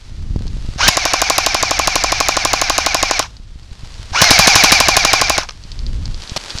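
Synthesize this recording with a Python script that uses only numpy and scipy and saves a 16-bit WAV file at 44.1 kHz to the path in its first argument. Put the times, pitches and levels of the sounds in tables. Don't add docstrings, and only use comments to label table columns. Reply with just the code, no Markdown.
import sys
import numpy as np
from scipy import signal
from scipy.fft import rfft, irfft
from scipy.io import wavfile

SR = 44100
rng = np.random.default_rng(int(sys.argv[2]) if len(sys.argv) > 2 else 0)


def unload_audio(sound):
    columns = np.transpose(np.atleast_2d(sound))
    steps = np.round(np.clip(columns, -1, 1) * 32767)
    wavfile.write(sys.argv[1], SR, steps.astype(np.int16))


N = 291051
TIME = np.arange(N) / SR

# t/s, level/dB
LEAF_STIR = [
    [(0.0, -50), (0.332, -50.5), (0.76, -43.5)],
    [(3.3, -51.5), (3.452, -56), (3.718, -50.5), (3.97, -44), (4.11, -43)],
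    [(5.53, -48.5), (6.094, -46), (6.242, -39.5), (6.368, -38.5), (6.6, -33.5)],
]
# f/Hz, level/dB
LEAF_SPECTRUM = [(100, -10), (500, -5), (1200, -5), (2200, -6.5), (3200, -5), (4600, -3.5), (6200, -9),
                 (8000, -15), (10000, -22), (12400, -30)]
# middle t/s, half length/s, level/dB
CAMERA_SWINGS = [(0.418, 0.28, -21.5), (0.851, 0.035, -17.5), (2.15, 1.2, -32), (4.743, 0.78, -30),
                 (5.969, .2, -19)]
# f/Hz, level/dB
RUMBLE_SPECTRUM = [(8, -11), (25, 2.5), (45, -3), (90, -7), (160, -18.5), (300, -29.5), (600, -45),
                   (1500, -73), (4000, -88)]
# t/s, signed height, rise/s
CAMERA_BUMPS = [(.12, 0.12, 0.0034), (0.308, -.27, 0.0029), (0.3607, -0.58, 0.0012), (.409, -0.16, 0.0011),
                (.455, -0.12, 0.0011), (.567, -0.094, .001), (.648, 0.16, 0.0019), (.688, 0.29, 0.0018),
                (.76, 0.25, 0.0022), (3.399, 0.056, .002), (3.557, 0.094, 0.0028), (3.715, 0.11, 0.0032),
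                (3.834, 0.12, 0.0026), (3.996, 0.13, 0.0026), (4.118, 0.16, 0.0034), (5.652, .08, 0.0021),
                (6.318, 0.21, 0.0022), (6.552, 0.21, 0.0023)]
# t/s, length/s, level/dB
CAMERA_SCUFFS = [(.3605, .005, -38), (6.3625, .0145, -16)]
# f/Hz, level/dB
SCUFF_SPECTRUM = [(100, 7.5), (500, 5), (1500, -1.5), (3000, -3.5), (5000, 4), (7500, -10.5), (12000, -22)]
# t/s, level/dB
DRY_TICKS = [(0.4793, -20.5), (3.3677, -26), (3.6316, -33), (3.71, -34), (3.9419, -22.5), (5.6376, -23),
             (5.7174, -18), (5.7912, -17), (5.8651, -15.5), (6.0561, -13), (6.1444, -14.5), (6.2208, -15),
             (6.2756, -17), (6.2956, -12.5), (6.5041, -9), (6.5854, -6)]
# f/Hz, level/dB
TICK_SPECTRUM = [(300, -1), (1500, -10.5), (3000, -1.5), (4600, 10.5), (6000, -1.5), (8000, -12.5),
                 (12000, -57)]
# trigger t/s, first shot t/s, number of shots, period/s
FIRING = [(.778, .8812, 29, .08183), (4.125, 4.2176, 15, .08218)]
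# t/s, level/dB
SHOOTING_LEVEL = [(.78, 13), (.893, 8.5), (0.895, -1), (3.29, -2), (4.125, 13), (4.23, 10), (4.75, 8),
                  (4.83, 4), (5.2, 4), (5.26, 1), (5.38, 0)]
# share of the cycle, pinion mesh f/Hz, whine/dB, rattle/dB
SPRING_CYCLE = [(0, 2000, -2, 11), (.13, 2370, -11.5, 3), (.22, 2420, -8, -2), (.28, 2455, -6.5, 4.5),
                (.5, 2360, -2.5, 0), (.7, 2200, -3, 3), (.86, 1989, -3.5, 1), (.92, 1827, -14, -9.5),
                (1, 1998, -5.5, 9.5)]
# multiple of the pinion mesh, level/dB
GEAR_TONES = [(1 / 3, -24.5), (1, -19.5), (2, -21.5), (3, -36)]
# f/Hz, level/dB
HOUSING_RESPONSE = [(250, -53), (550, -15.5), (720, -4), (785, -3.5), (900, 4.5), (1250, -4), (1570, -1.5),
                    (1950, -7.5), (2200, -2), (2370, 2), (2600, -6.5), (3150, -4), (3900, -6.5),
                    (5000, -6.5)]
# f/Hz, level/dB
SHELL_SPECTRUM = [(100, -28), (400, -9.5), (750, 0.5), (1150, -1.5), (1550, 2.5), (1950, -1), (2450, 3.5),
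                  (3200, -1.5), (4200, 2), (4950, 2.5), (5300, 6), (5650, 3.5), (6300, 2.5), (7500, -14.5),
                  (10000, -23), (12500, -33)]
# t/s, level/dB
LATCH_CLICKS = [(0.874, -6), (3.227, -10), (4.208, -4), (4.242, 9), (5.433, -13), (5.489, -12.5),
                (5.493, -11), (5.508, -20)]
# f/Hz, level/dB, t60/s
LATCH_MODES = [(1210, -11, .019), (2160, -25, .055)]
SLIP_MODES = [(1746, 0, .012), (2170, 1, .0074)]
CATCH_MODES = [(1476, .016, .031)]
# f/Hz, level/dB, t60/s
PISTON_MODES = [(1420, -32, 0.0037), (2900, -6.5, 0.0042), (3936, -6.5, 0.0065), (4760, -4, 0.005),
                (6770, 7, 0.0023), (9900, -13, 0.0017), (12960, -36, 0.001)]
# f/Hz, level/dB, t60/s
BARREL_MODES = [(675, -8, 0.019), (786, 1.5, 0.011), (1058, -3.5, 0.023), (1164, -17, 0.027)]
# f/Hz, level/dB, t60/s
STOCK_MODES = [(296, -17, 0.021)]
NO_LAG_SHOTS = [3.111, 5.05]
# f/Hz, level/dB
RECOIL_SPECTRUM = [(30, -14), (95, -1), (190, -2.5), (300, -10.5), (600, -31), (2000, -57)]
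# f/Hz, level/dB
ECHO_SPECTRUM = [(200, -21), (1000, 0), (5000, 5.5), (10000, -4.5)]

CLACK_SLOPE, RECOIL_SLOPE, POP_SLOPE = .63, 2.47, -.57


def amp(db):
    return 10 ** (np.asarray(db) / 20)


def unit(x):
    return x / np.sqrt(np.mean(x ** 2) + 1e-20)


def follow(rows, at):
    first, *columns = np.transpose(rows)
    return [np.interp(at, first, c) for c in columns]


def add(mix, s, sound):
    part = mix[max(round(s * SR), 0):][:len(sound)]
    part += sound[:len(part)]


def colour(x, spectrum, size=8192):
    hz, db = np.transpose(spectrum)
    bin_hz = abs(np.fft.fftfreq(size, 1 / SR)) + 1
    log_gain = np.log(amp(np.interp(np.log(bin_hz), np.log(hz), db)))
    taps = np.fft.ifft(np.exp(np.conj(signal.hilbert(log_gain)))).real[:size // 2]
    return signal.oaconvolve(x, taps / np.linalg.norm(taps))[:len(x)]


def wander(rate_hz):
    lowpass = np.exp(-(np.fft.rfftfreq(N, 1 / SR) / rate_hz) ** 2)
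    return unit(irfft(rfft(rng.standard_normal(N)) * lowpass, N))


def ring(modes, t):
    hz, db, t60 = np.transpose(modes)[:, :, None]
    detune, strength = rng.standard_normal((2, len(modes), 1))
    hz, db = hz * (1 + .008 * detune), db + .7 * strength
    return (amp(db) * np.exp(-np.log(1000) * t / t60) * np.sin(2 * np.pi * hz * t)).sum(0)


def puff(t, decay_s):
    return rng.standard_normal(len(t)) * np.exp(-t / decay_s)


def shot_times(burst, tiring_s_per_shot=.000032, slow_start_s=.0091):
    _, first, count, period = burst
    k = np.arange(count)
    tiring = tiring_s_per_shot * k ** 2 / 2
    slow_start = slow_start_s * (1 - .15 ** k)
    return first + k * period + tiring + slow_start


def all_shots():
    times = np.concatenate([shot_times(burst) for burst in FIRING])
    return zip(times, follow(SHOOTING_LEVEL, times)[0])


def leaves(level_db=3.5, hiss_db=-1, crackle_db=-5, cracks_per_s=450):
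    stir_db, = follow(np.concatenate(LEAF_STIR), TIME)
    cracks = (rng.random(N) < cracks_per_s / SR) * rng.standard_normal(N)
    cracks *= amp(4 * np.minimum(rng.exponential(1, N), 4))
    hiss = rng.standard_normal(N) * amp(wander(34))
    rustle = amp(hiss_db) * unit(hiss) + amp(crackle_db) * unit(cracks)
    return amp(level_db + stir_db) * unit(colour(rustle, LEAF_SPECTRUM))


def air_rumble(still_db=-40):
    swells = sum(amp(db) * np.exp(-abs((TIME - s) / half) ** 3) for s, half, db in CAMERA_SWINGS)
    return (amp(still_db) + swells) * unit(colour(rng.standard_normal(N), RUMBLE_SPECTRUM))


def bumps():
    out = np.zeros(N)
    for s, height, rise_s in CAMERA_BUMPS:
        age = TIME[:2500] / rise_s
        add(out, s, height * (age * np.exp(1 - age)) ** 2)
    return out


def scuffs():
    contact = sum(amp(db) * (TIME > s) * (TIME < s + length) for s, length, db in CAMERA_SCUFFS)
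    grit = unit(rng.standard_normal(N) * amp(2 * wander(700)))
    return colour(contact * grit, SCUFF_SPECTRUM)


def ticks(trim_db=-5, spray_db=-19):
    out, t = np.zeros(N), TIME[:1500]
    for s, db in DRY_TICKS:
        crack = colour(puff(t, decay_s=.0002) + amp(spray_db) * puff(t, decay_s=.0053), TICK_SPECTRUM)
        add(out, s + .00033, 2 * amp(db + trim_db) * crack / abs(crack).max())
    return out


def gear_whine(mesh_hz, mesh_phase):
    flutter_db = 2.2 * wander(130)
    whine = np.zeros(N)
    for multiple, db in GEAR_TONES:
        housing_db, = follow(HOUSING_RESPONSE, multiple * mesh_hz)
        whine += amp(db + flutter_db + housing_db) * np.sin(multiple * mesh_phase)
    return np.sqrt(2) * whine


def gear_rattle(mesh_phase, pinion_teeth=10, knocks_per_s=900, scrape_db=-25, knock_db=-29, shaft_db=-26):
    orders = range(3, 3 * pinion_teeth)
    shaft = unit(sum(np.cos(k * mesh_phase / pinion_teeth + 2 * np.pi * rng.random()) for k in orders))
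    scrape = unit(rng.standard_normal(N) * (1 + .45 * np.cos(mesh_phase)))
    knocks = unit((rng.random(N) < knocks_per_s / SR) * rng.uniform(-1, 1, N))
    rattle = amp(scrape_db) * scrape + amp(knock_db) * knocks + amp(shaft_db) * shaft / 2
    return colour(rattle, SHELL_SPECTRUM)


def motor(burst, spin_up_s=.058, coast_s=.092642):
    start, times = burst[0], shot_times(burst)
    stop = times[-1] + coast_s
    cycle_edges = [start, *times, stop]
    cycle_share = np.interp(TIME, cycle_edges, np.arange(len(cycle_edges))) % 1
    loaded_hz, whine_db, rattle_db = follow(SPRING_CYCLE, cycle_share)
    run_up = 1 - np.exp(-np.maximum(TIME - start, 0) / spin_up_s)
    speed = run_up * np.clip((stop - TIME) / coast_s, 0, 1)
    mesh_hz = loaded_hz * speed * (1 + .0065 * wander(300) + .009 * wander(9))
    mesh_phase = 2 * np.pi * np.cumsum(mesh_hz) / SR
    strain_db = 5 * (1 - run_up)
    whine = amp(whine_db + strain_db) * gear_whine(mesh_hz, mesh_phase)
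    return speed ** 1.15 * (whine + amp(rattle_db) * gear_rattle(mesh_phase))


def latch():
    out, t = np.zeros(N), TIME[:1500]
    for s, db in LATCH_CLICKS:
        click = .69 * colour(puff(t, decay_s=.0011), SHELL_SPECTRUM)
        add(out, s, amp(db) * (click + ring(LATCH_MODES, t)))
    return out


def piston_clack(t, crack_db=-7, push_db=-8):
    clack = ring(PISTON_MODES, t) + amp(crack_db) * puff(t, decay_s=.0012)
    attack = 1 - np.exp(-t / .00016)
    push = amp(push_db) * np.exp(-t / .00039)
    return 2 * (clack * attack + push)


def barrel_pop(t, level_db=4.5):
    attack = 1 - np.exp(-t / .0013)
    return amp(level_db) * (ring(BARREL_MODES, t) - ring(STOCK_MODES, t)) * attack


def air_blast(t, shake_db=-15, hiss_db=-33):
    shake = colour(puff(t, decay_s=.0055), SHELL_SPECTRUM)
    return amp(shake_db) * shake + amp(hiss_db) * puff(t, decay_s=.025)


def shots(pop_lag_s=.0039, lag_spread_s=.00032, slip_db=-12, catch_db=-20):
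    out, t = np.zeros(N), TIME[:4000]
    for s, shooting_db in all_shots():
        clack_luck, pop_luck, lag_luck = rng.standard_normal(3)
        clack_gain = amp(CLACK_SLOPE * shooting_db + 1.9 * clack_luck)
        pop_gain = amp(POP_SLOPE * shooting_db + .5 * pop_luck)
        together = np.isclose(s, NO_LAG_SHOTS, atol=.01).any()
        lag_s = 0 if together else pop_lag_s + lag_spread_s * lag_luck
        add(out, s - .0004, clack_gain * piston_clack(t))
        add(out, s + lag_s, pop_gain * barrel_pop(t) + clack_gain * air_blast(t))
        add(out, s - .0095, amp(slip_db) * ring(SLIP_MODES, t))
        catch_s = s + rng.normal(.017, .0012)
        catch = ring(CATCH_MODES, t) + colour(puff(t, decay_s=.0023), SHELL_SPECTRUM)
        add(out, catch_s, amp(catch_db) * catch)
    return out


def recoil(thud_db=-28):
    out, t = np.zeros(N), TIME[:3000]
    for s, shooting_db in all_shots():
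        thud = colour(puff(t, decay_s=.0044), RECOIL_SPECTRUM)
        add(out, s, amp(thud_db + RECOIL_SLOPE * shooting_db) * thud / abs(thud).max())
    return out


def woods(direct, wet_db=-23, t60_s=.27, echoes_per_s=2000):
    t = TIME[:SR // 2]
    taps = rng.standard_normal(len(t)) * (rng.random(len(t)) < echoes_per_s / SR)
    taps *= np.exp(-np.log(1000) * t / t60_s) * (t > .008)
    echo = signal.fftconvolve(direct, taps / np.linalg.norm(taps))[:N]
    return direct + amp(wet_db) * colour(echo, ECHO_SPECTRUM)


def scene():
    shooting_db, = follow(SHOOTING_LEVEL, TIME)
    rifle = amp(shooting_db) * (sum(motor(burst) for burst in FIRING) + shots())
    outdoors = woods(rifle + latch() + ticks()) + leaves()
    camera = air_rumble() + bumps() + scuffs() + recoil()
    return (outdoors + camera)[None]


def record(dry, cutoff_hz=12468):
    lowpass = signal.firwin(255, cutoff_hz, window=("kaiser", 7), fs=SR)
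    return signal.oaconvolve(np.clip(dry, -1, 1), lowpass[None], "same")


dry = scene()
out = record(dry)
unload_audio(out)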